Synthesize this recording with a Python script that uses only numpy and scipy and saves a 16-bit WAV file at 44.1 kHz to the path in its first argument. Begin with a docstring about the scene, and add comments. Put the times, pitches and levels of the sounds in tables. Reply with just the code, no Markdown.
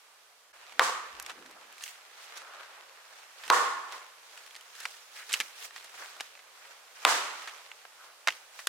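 """Three hatchet blows into a log in woodland, close to a small stereo microphone.
Each blow is a bright bite, a splitting crack and the log's ring; the trees answer with scattered noise.
Between blows the blade is worked loose: short ringing snaps and knocks, and gritty rubs of gloves.
Clothes and leaves rustle as noise that swells with the movements, over a soft hush of far leaves and air.
Low bumps and a faint rumble are band-shaped noise at the microphone."""
import sys
import numpy as np
from scipy import signal
from scipy.io import wavfile
from scipy.ndimage import uniform_filter1d

SR = 44100
rng = np.random.default_rng(int(sys.argv[2]) if len(sys.argv) > 2 else 0)


def decibels_to_gain(level_db):
    """Convert a level in decibels to a linear amplitude gain (20 dB per decade)."""
    exponent = np.asarray(level_db, float) / 20
    return 10 ** exponent


def store_wav(level_fs):
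    """Save 16-bit WAV to argv[1]."""
    pcm = np.round(np.clip(np.atleast_2d(level_fs), -1, 1) * 32767)
    wavfile.write(sys.argv[1], SR, pcm.T.astype(np.int16))


N = 382788


def evened(x):
    """Scales to rms 1."""
    return x / np.sqrt(np.mean(x ** 2) + 1e-20)


def read(points, hz, axis=1):
    """Reads one column of a table along log frequency."""
    table = np.transpose(points)
    return np.interp(np.log(hz + 1), np.log(table[0] + 1), table[axis])


def add(mix, start_s, sound):
    """Mixes a stereo sound in at start_s."""
    part = mix[:, round(start_s * SR):][:, :sound.shape[1]]
    part += sound[:, :part.shape[1]]


def coloured(x, points, bright_db):
    """Minimum-phase filter with the given spectrum, tilted by bright_db per octave around 2 kHz."""
    hz = abs(np.fft.fftfreq(2048, 1 / SR))
    gain_db = read(points, hz) + bright_db * np.log2(hz / 2000 + .1)
    log_gain = np.log(decibels_to_gain(gain_db))
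    taps = np.fft.ifft(np.exp(np.conj(signal.hilbert(log_gain)))).real[:512]
    return np.convolve(x, taps)[:len(x)]


# How alike the two channels hear sound from all around: [freq_hz, likeness (1 = identical)]
STEREO_LIKENESS = [(60, 0.95), (180, 1), (550, 0.79), (1650, 0.27), (4970, -0.1), (15000, 0.11)]
# Level of the left channel over the right: [freq_hz, left_over_right_db]
STEREO_LEAN = [(60, -0.5), (240, 0.5), (950, -2), (3770, -1.5), (15000, -4)]


def diffuse(field_db, size, count):
    """Stereo noise from all around, count samples; field_db(hz, s) shapes its short-time spectra."""
    hop = size // 4
    hz = np.fft.rfftfreq(size, 1 / SR)[:, None]
    s = np.arange(count // hop + 5) * hop / SR
    a, b, c, d = rng.standard_normal((len(s), len(hz), 4)).T
    left, other = a + 1j * b, c + 1j * d
    same = np.clip(read(STEREO_LIKENESS, hz), -1, 1)
    right = same * left + np.sqrt(1 - same ** 2) * other
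    lean = decibels_to_gain(read(STEREO_LEAN, hz) / 2)
    spectra = np.array([left * lean, right / lean]) * decibels_to_gain(field_db(hz, s))
    return signal.istft(spectra, nperseg=size, noverlap=size - hop)[1][:, :count]


def patches(hz, s, wide, long):
    """Random unevenness over frequency and time (wide bins, long frames), rms 1."""
    field = rng.standard_normal((len(s), len(hz))).T
    over_hz = uniform_filter1d(field, wide, 0)
    return evened(uniform_filter1d(over_hz, long, 1))


def swells(s, peak_s, peak_db, rise_s, fall_s):
    """Power of each swell: 12 dB of straight climb over rise_s, 12 dB of straight drop per fall_s."""
    late = s - peak_s[:, None]
    slope = np.maximum(late / fall_s[:, None], -late / rise_s[:, None])
    return decibels_to_gain(peak_db[:, None] - 12 * slope) ** 2


# Spectrum of the distant leaves and air: [freq_hz, level_db per Hz]
HUSH_COLOUR = [(18, -61), (30, -22.5), (235, -28.5), (480, -4), (713, -2.5), (835, -2), (1270, 0),
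               (1380, -1.5), (5590, -6.5), (10000, -11.5), (15200, -18), (16500, -36)]
# Its loudness, with one brief dip and then a slow rise: [time_s, level_db]
HUSH_LOUDNESS = [(0, -58), (.518, -60.5), (.527, -72), (.54, -58), (8.68, -56)]


def hush():
    """Far leaves and air: smooth noise with slow patches."""
    def field(hz, s):
        return read(HUSH_COLOUR, hz) + 0.6 * patches(hz, s, wide=14, long=14)

    level_db = np.interp(np.arange(N) / SR, *np.transpose(HUSH_LOUDNESS))
    return evened(diffuse(field, size=1024, count=N)) * decibels_to_gain(level_db)


SETTLE_S = 0.53  # the rustle enters here and the rumble's floor rises
# Low bumps at the microphone: [peak_s, rumble_db, thud_db, fall_s]
LOW_BUMPS = [(.58, -85, -101, .2), (.82, -70.5, -56, .12), (1.16, -71, -65, 0.19), (1.4, -81, -58.5, 0.2),
             (2.4, -99, -79, 0.4), (3.52, -71, -58, 0.13), (4.33, -103, -88.5, .8),
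             (5.41, -92, -60.5, 0.039), (5.97, -93, -80.5, 0.73), (7.1, -77.5, -63, 0.13),
             (8.29, -80, -64, .04), (8.67, -89, -92, .15)]


def rumble():
    """Low, nearly mono noise around 60 Hz, and hollow thuds through the ground near 330 Hz."""
    peak_s, rumble_db, thud_db, fall_s = np.transpose(LOW_BUMPS)
    frames, out = np.arange(0, N, 128) / SR, np.zeros((2, N))
    rumble_floor_db = -100 - 8 * (frames < SETTLE_S)
    layers = [(60, 24, rumble_db, rumble_floor_db), (330, 11, thud_db, -91.5)]
    for centre_hz, narrow_db, peak_db, floor_db in layers:
        def field(hz, s):
            return -narrow_db * np.log2(hz / centre_hz + 0.0025) ** 2

        sound = diffuse(field, size=2048, count=N)
        bumps = swells(frames, peak_s, peak_db, 0.37 * fall_s, fall_s).sum(0)  # rises faster than it falls
        power = bumps + decibels_to_gain(floor_db) ** 2
        out += evened(sound) * np.interp(np.arange(N) / SR, frames, np.sqrt(power))
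    return out


# Movements that stir clothes, gloves and leaves:
# [peak_s, peak_db, rise_s, fall_s, bright_db per octave around 1500 Hz]
MOVEMENTS = [(.72, -52.5, .3, .3, -0.5), (1.19, -48, .6, 0.35, -3), (1.304, -43.5, 0.064, 0.029, 0.5),
             (1.62, -53, 0.36, 0.35, -4.5), (1.86, -53, 0.16, 0.19, 11), (2.239, -57, 0.19, 0.16, 20),
             (2.38, -45.5, 0.12, 0.077, 0.5), (2.62, -47.5, 0.87, 0.47, -3.5),
             (3.19, -52.5, 0.4, 0.22, 0.5), (3.47, -45.5, 0.13, 0.4, 1), (3.935, -41.5, 0.053, 0.12, -1),
             (4.37, -52, 0.23, 0.48, 1.5), (4.83, -47, 0.11, 0.23, 2.5), (5.19, -48, 0.071, 0.066, 3.5),
             (5.34, -43, 0.063, 0.17, 3.5), (5.55, -54.5, 0.09, .1, -1), (5.649, -42, 0.075, 0.028, 3.5),
             (5.77, -48, 0.05, 0.1, 1.6), (6.025, -44, 0.17, 0.19, 0.9), (6.22, -49, 0.042, 0.11, 1.5),
             (6.715, -50.5, 0.24, 0.14, -0.3), (7.03, -46.5, 0.1, 0.54, 1.5), (7.42, -46, 0.35, 0.3, 0),
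             (8.05, -54.5, 0.088, 0.05, 1.5), (8.281, -43.5, 0.0088, 0.12, 1),
             (8.6, -50, 0.073, 0.075, 3.5)]
# Spectrum of the rustling before that tilt: [freq_hz, level_db per Hz]
RUSTLE_SPECTRUM = [(59, -63), (100, -35), (135, -28), (166, -58), (471, -11), (1420, -3.5), (3780, -9.5),
                   (6290, -13), (16000, -30.5)]
# Spectrum of small breaks, for the crackle here and the snaps below: [freq_hz, level_db per Hz]
SNAP_COLOUR = [(120, -58), (200, -35.5), (671, -9.5), (2610, -0.5), (3250, -4.5), (3560, -5), (8580, -16.5),
               (14900, -30), (16000, -71)]


def rustle():
    """Uneven noise that follows the movements, with fine crackle of random grains riding on it."""
    peak_s, peak_db, rise_s, fall_s, bright_db = np.transpose(MOVEMENTS)
    frames = np.arange(0, N, 128) / SR
    power = swells(frames, peak_s, peak_db, rise_s, fall_s)
    total = power.sum(0)
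    brightness_db = bright_db @ power / total  # the brightness is the power-weighted mean of all the movements

    def field(hz, s):
        """Colour, brightness and flicker."""
        tilt_db = np.interp(s, frames, brightness_db) * np.log2(np.maximum(hz / 1500, .6))
        flicker_db = 1.4 * patches(hz[:1], s, wide=1, long=3) + 1.63 * patches(hz, s, wide=12, long=12)
        return read(RUSTLE_SPECTRUM, hz) + tilt_db + flicker_db

    grain_db = 5.4 * np.minimum(rng.exponential(1, (2, N)), 5)
    grains = decibels_to_gain(grain_db) * (rng.random((2, N)) < 350 / SR)  # about 350 a second in each channel
    grains = grains + 0.17 * grains[::-1]  # a little of each in the other channel
    grain_shape = coloured(np.r_[1., np.zeros(300)], SNAP_COLOUR, .1)
    crackle = signal.oaconvolve(grains, grain_shape[None], axes=1)[:, :N]
    sound = evened(diffuse(field, size=256, count=N)) + decibels_to_gain(-10.5) * evened(crackle)
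    envelope = np.sqrt(total) * (frames > SETTLE_S)
    return sound * np.interp(np.arange(N) / SR, frames, envelope)


# Snaps and knocks of blade, handle and bark, close by (relative levels; t60 is held to 0.004-0.12 s):
# [start_s, level_db, ring_hz, t60_s, bright_db per octave]
SNAP_EVENTS = [(0.723, -32, 1260, 0.017, -0.5), (1.199, -23, 1610, 0.019, 10),
               (1.225, -30, 6400, 0.021, 15), (1.263, -24, 2200, 0.017, 2.5),
               (1.296, -28, 1660, 0.062, -1.5), (1.461, -37.5, 1890, 0.032, 2.5),
               (1.511, -39.5, 1065, 0.022, 8), (1.725, -40, 3030, 0.023, 7.5),
               (1.781, -38.5, 2500, 0.041, 4.5), (1.808, -37.5, 1850, 0.14, 0), (1.824, -32, 1800, 0.02, 4),
               (1.8373, -22, 6370, 0.023, 7), (1.862, -32.5, 3080, 0.04, -2),
               (1.879, -33, 2770, 0.048, 2.5), (2.373, -31.5, 6100, 0.05, 6),
               (3.437, -32.5, 2000, 0.084, 1), (3.479, -25.5, 1150, 0.015, 1),
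               (3.923, -30, 1430, 0.042, 1.8), (4.376, -34, 2880, 0.035, 2), (4.463, -35, 1920, 0.015, 5),
               (4.508, -36.5, 3530, 0.021, 3), (4.547, -34, 4560, 0.012, 2),
               (4.553, -28.5, 4290, 0.01, 1.5), (4.562, -33, 2040, 0.041, 3), (4.61, -37, 3250, 0.02, 6.5),
               (4.752, -37.5, 1940, 0.034, 3.5), (4.802, -31, 1740, 0.048, 4),
               (4.854, -16.5, 2130, 0.029, -1), (5.292, -32, 1720, 0.1, 1.5), (5.3103, -30, 2130, 0.031, 0),
               (5.32, -22.5, 3670, 0.033, 2.5), (5.3288, -13, 7360, 0.013, 7.5),
               (5.335, -17, 6000, 0.02, 4), (5.339, -10.5, 2840, 0.044, 3.5), (5.391, -33, 6000, 0.023, 6),
               (5.402, -13.5, 1720, 0.03, 2.5), (5.407, -17.5, 2330, 0.053, 0.8),
               (5.707, -35, 1940, 0.033, -3.5), (5.761, -29.5, 1950, 0.054, -0.2),
               (5.843, -37.5, 2060, 0.075, 5), (6.165, -38, 4000, 0.015, 5), (6.2, -29, 2600, 0.043, 1),
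               (6.207, -19, 1760, 0.026, 1), (6.352, -36.5, 2520, 0.025, -3.5),
               (6.375, -41, 2090, 0.03, -4), (6.392, -38.5, 2160, 0.04, -2.5),
               (7.475, -28, 1874, 0.093, -1.2), (7.486, -37, 2300, 0.03, 2.5),
               (7.716, -29, 2720, 0.027, -2.8), (7.851, -33, 1580, 0.031, -5),
               (8.273, -9, 1710, 0.023, -5.5), (8.275, -10.5, 1790, 0.011, 3.2),
               (8.283, -8.5, 2100, 0.042, -3), (8.304, -23, 3000, 0.026, 1), (8.323, -31, 3060, 0.033, 2),
               (8.591, -30, 1940, 0.07, -1.5), (8.671, -9.5, 1810, 0.019, 2.5)]


def snap(db, hz, t60, bright_db):
    """A sharp tick, a splintery tail, and the small ring of whatever gave way."""
    t = np.arange(4096) / SR
    fade = decibels_to_gain(-60 * t / np.clip(t60, .004, .12))
    grit = decibels_to_gain(2.76 * np.repeat(rng.standard_normal(len(t) // 32), 32))  # it breaks unevenly
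    splinters = rng.standard_normal((2, len(t))) * fade * grit
    splinters[1] = 0.62 * splinters[0] + 0.41 * splinters[1]
    splinters[:, :10] *= 1.8  # the first tick
    wide = np.array([coloured(v, SNAP_COLOUR, bright_db) for v in splinters])
    wide = wide * fade ** 0.13  # the broad noise dies a little sooner
    r = np.exp(-np.pi * .15 * hz / SR)  # resonance about 0.15 of its pitch wide
    ring = signal.lfilter([1], [1, -2 * r * np.cos(2 * np.pi * hz / SR), r * r], splinters)
    sound = evened(evened(wide) + decibels_to_gain(-4.0) * evened(ring)) * np.sqrt(np.mean(fade ** 2))
    pan_db = -3.5 + 0.0444 * (db + 10)  # left over right: fainter ones lie further right
    return decibels_to_gain(db) * sound * decibels_to_gain(np.array([[pan_db], [-pan_db]]) / 2) * 0.42


# Hatchet blows near the microphone (relative levels); ring_db is the log's ring against the crack:
# [start_s, level_db, pitch_hz, ring_db, bite_s]
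CHOP_EVENTS = [(0.7946, -1.5, 1177, -4.5, 0.0012), (3.5008, -2.5, 1107, 3, 0.0024),
               (7.05, -1, 1120, -24, 0.0021)]
# Echo of each blow: [level_db, bright_db per octave, length_factor]
CHOP_ECHOES = [(11, 2, 0.97), (12.5, 1.52, 1.244), (15, 1.73, 1.16)]
# What the log rings with: [ratio to its pitch, level_db, t60_s]
LOG_MODES = [(0.449, -0.5, 0.092), (.8, -36, 0.034), (1.004, 10.5, 0.019), (1.12, -1, 0.021),
             (1.305, 4, 0.023), (1.6, 5.5, 0.013), (1.85, -11, .02)]
# Fibres splitting: [freq_hz, level_db per Hz]
CRACK_COLOUR = [(120, -18), (200, 4.5), (1060, 1), (1620, 0.5), (5330, -10.5), (7010, -12.5), (8740, -18),
                (14100, -30), (16000, -34)]
# The steel edge entering, heard close: [freq_hz, level_db per Hz]
STEEL_EDGE = [(300, -5.5), (1000, 2.5), (2000, 4.5), (3500, 1.5), (5500, -3.5), (8000, -7), (12000, -15.5),
              (16000, -22)]
# Echo from the trees, before each blow's own tilt and length; treble comes from far trunks, so late:
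# [freq_hz, colour_db, t60_s, build_up_s]
TREE_ECHO = [(147, -16.5, 0.75, 0.0032), (500, -4.5, 0.65, 0.00073), (1156, 5.5, 0.66, 0.003),
             (2070, -0.5, 0.77, 0.037), (4170, 3.5, 0.59, 0.044), (7500, 6, 0.52, 0.044),
             (14900, 5, 0.41, 0.04)]


def chop(db, pitch_hz, ring_db, bite_s, echo_db, bright_db, length):
    """A short splitting crack and the ring of the log; the trees scatter the blow back."""
    t = np.arange(SR // 10) / SR
    crack = coloured(1. * (t == 0), CRACK_COLOUR, 0)
    ring = 0
    for ratio, mode_db, t60 in LOG_MODES:
        ring = ring + decibels_to_gain(mode_db - 60 * t / t60) * np.sin(2 * np.pi * ratio * pitch_hz * t)
    wood = crack / np.linalg.norm(crack) + decibels_to_gain(ring_db) * ring / np.linalg.norm(ring)

    # splitting drops 6 dB during the bite, then stops fast
    splits = decibels_to_gain(-60 * np.maximum(t - bite_s, 0) / 0.0011) * decibels_to_gain(-6 * t / bite_s)
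    debris = decibels_to_gain(-17 - 60 * t / 0.092)  # chips and bark settle
    noise = rng.standard_normal(len(t))
    bite = noise * splits + 2 * uniform_filter1d(noise, size=6) * debris  # the debris is duller
    edge = evened(coloured(bite, STEEL_EDGE, 0))  # bright and first

    push_count = round(bite_s * SR) + 20
    push = signal.windows.hann(push_count) * np.cos(2 * np.pi * pitch_hz * t[:push_count])
    delayed = np.r_[np.zeros(round(.0005 * SR)), push]  # the log answers a moment later
    thump = evened(np.convolve(wood, delayed)[:len(t)])
    blow = edge + decibels_to_gain(-4.0) * thump

    def echo(hz, s):
        """Builds up and dies band by band; single trunks give lumps."""
        build = np.clip((s - .002) / read(TREE_ECHO, hz, axis=3), 1e-2, 1) ** 1.4
        linger = 1 + 0.2 * np.exp(-((hz - pitch_hz) / 150) ** 2)  # the log's own pitch is held longer
        fade_db = -60 * s / (length * linger * read(TREE_ECHO, hz, axis=2))
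        lumps_db = 0.37 * patches(hz[:1], s, wide=1, long=3) + 0.42 * patches(hz, s, wide=9, long=4)
        colour_db = read(TREE_ECHO, hz) + bright_db * np.log2(hz / 1000 + 0.17)
        return colour_db + 20 * np.log10(build) + fade_db + lumps_db

    trees = diffuse(echo, size=256, count=SR)
    trees /= np.linalg.norm(trees[0])
    out = decibels_to_gain(echo_db) * signal.fftconvolve(wood[None], trees, axes=1)[:, :SR]
    out[:, :len(t)] += 3.64 * blow / np.linalg.norm(blow)
    return decibels_to_gain(db) * out


# Gloves sliding on handle and bark: [start_s, length_s, level_db (rms before fades), centre_hz, width_hz]
GLOVE_RUBS = [(2.329, 0.43, -53.5, 1360, 500), (4.763, .09, -53.5, 1720, 400),
              (5.144, 0.12, -49, 1910, 1200), (5.959, .13, -52.5, 1360, 604),
              (7.944, 0.21, -57.5, 1320, 600)]


def rub(length, db, hz, width_hz):
    """Gritty noise in one broad resonance, swelling and fading."""
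    count = round(length * SR)
    grit = decibels_to_gain(1.1 * np.repeat(rng.standard_normal(count // 128 + 1), 128)[:count])
    noise = rng.standard_normal((2, count)) * grit
    band = signal.butter(2, [hz - width_hz / 2, hz + width_hz / 2], "band", fs=SR, output="sos")
    sound = signal.sosfilt(band, noise + .5 * noise[::-1])
    return decibels_to_gain(db) * evened(sound) * signal.windows.tukey(count, .7)


def scene():
    """Blows, snaps and rubs over the woodland bed; the rumble arises at the microphone itself."""
    near = rustle()
    for start_s, *row in SNAP_EVENTS:
        add(near, start_s, snap(*row))
    for (start_s, *blow), echo in zip(CHOP_EVENTS, CHOP_ECHOES):
        add(near, start_s, chop(*blow, *echo))
    for start_s, *row in GLOVE_RUBS:
        add(near, start_s, rub(*row))
    low_cut = signal.butter(4, 340, "high", fs=SR, output="sos")  # the small microphone drops the bass
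    return signal.sosfilt(low_cut, near) + hush() + rumble()


def roll_off(x):
    """The treble ends steeply here."""
    return signal.sosfilt(signal.butter(12, 16890, fs=SR, output="sos"), x)


def record(dry):
    """Takes off the treble above 16.4 kHz with a steep low-pass."""
    low_pass = signal.firwin(255, 16400, window=("kaiser", 9), fs=SR)
    mix = signal.oaconvolve(dry, low_pass[None], "same")
    return roll_off(mix)


dry = scene()
out = record(dry)
store_wav(out)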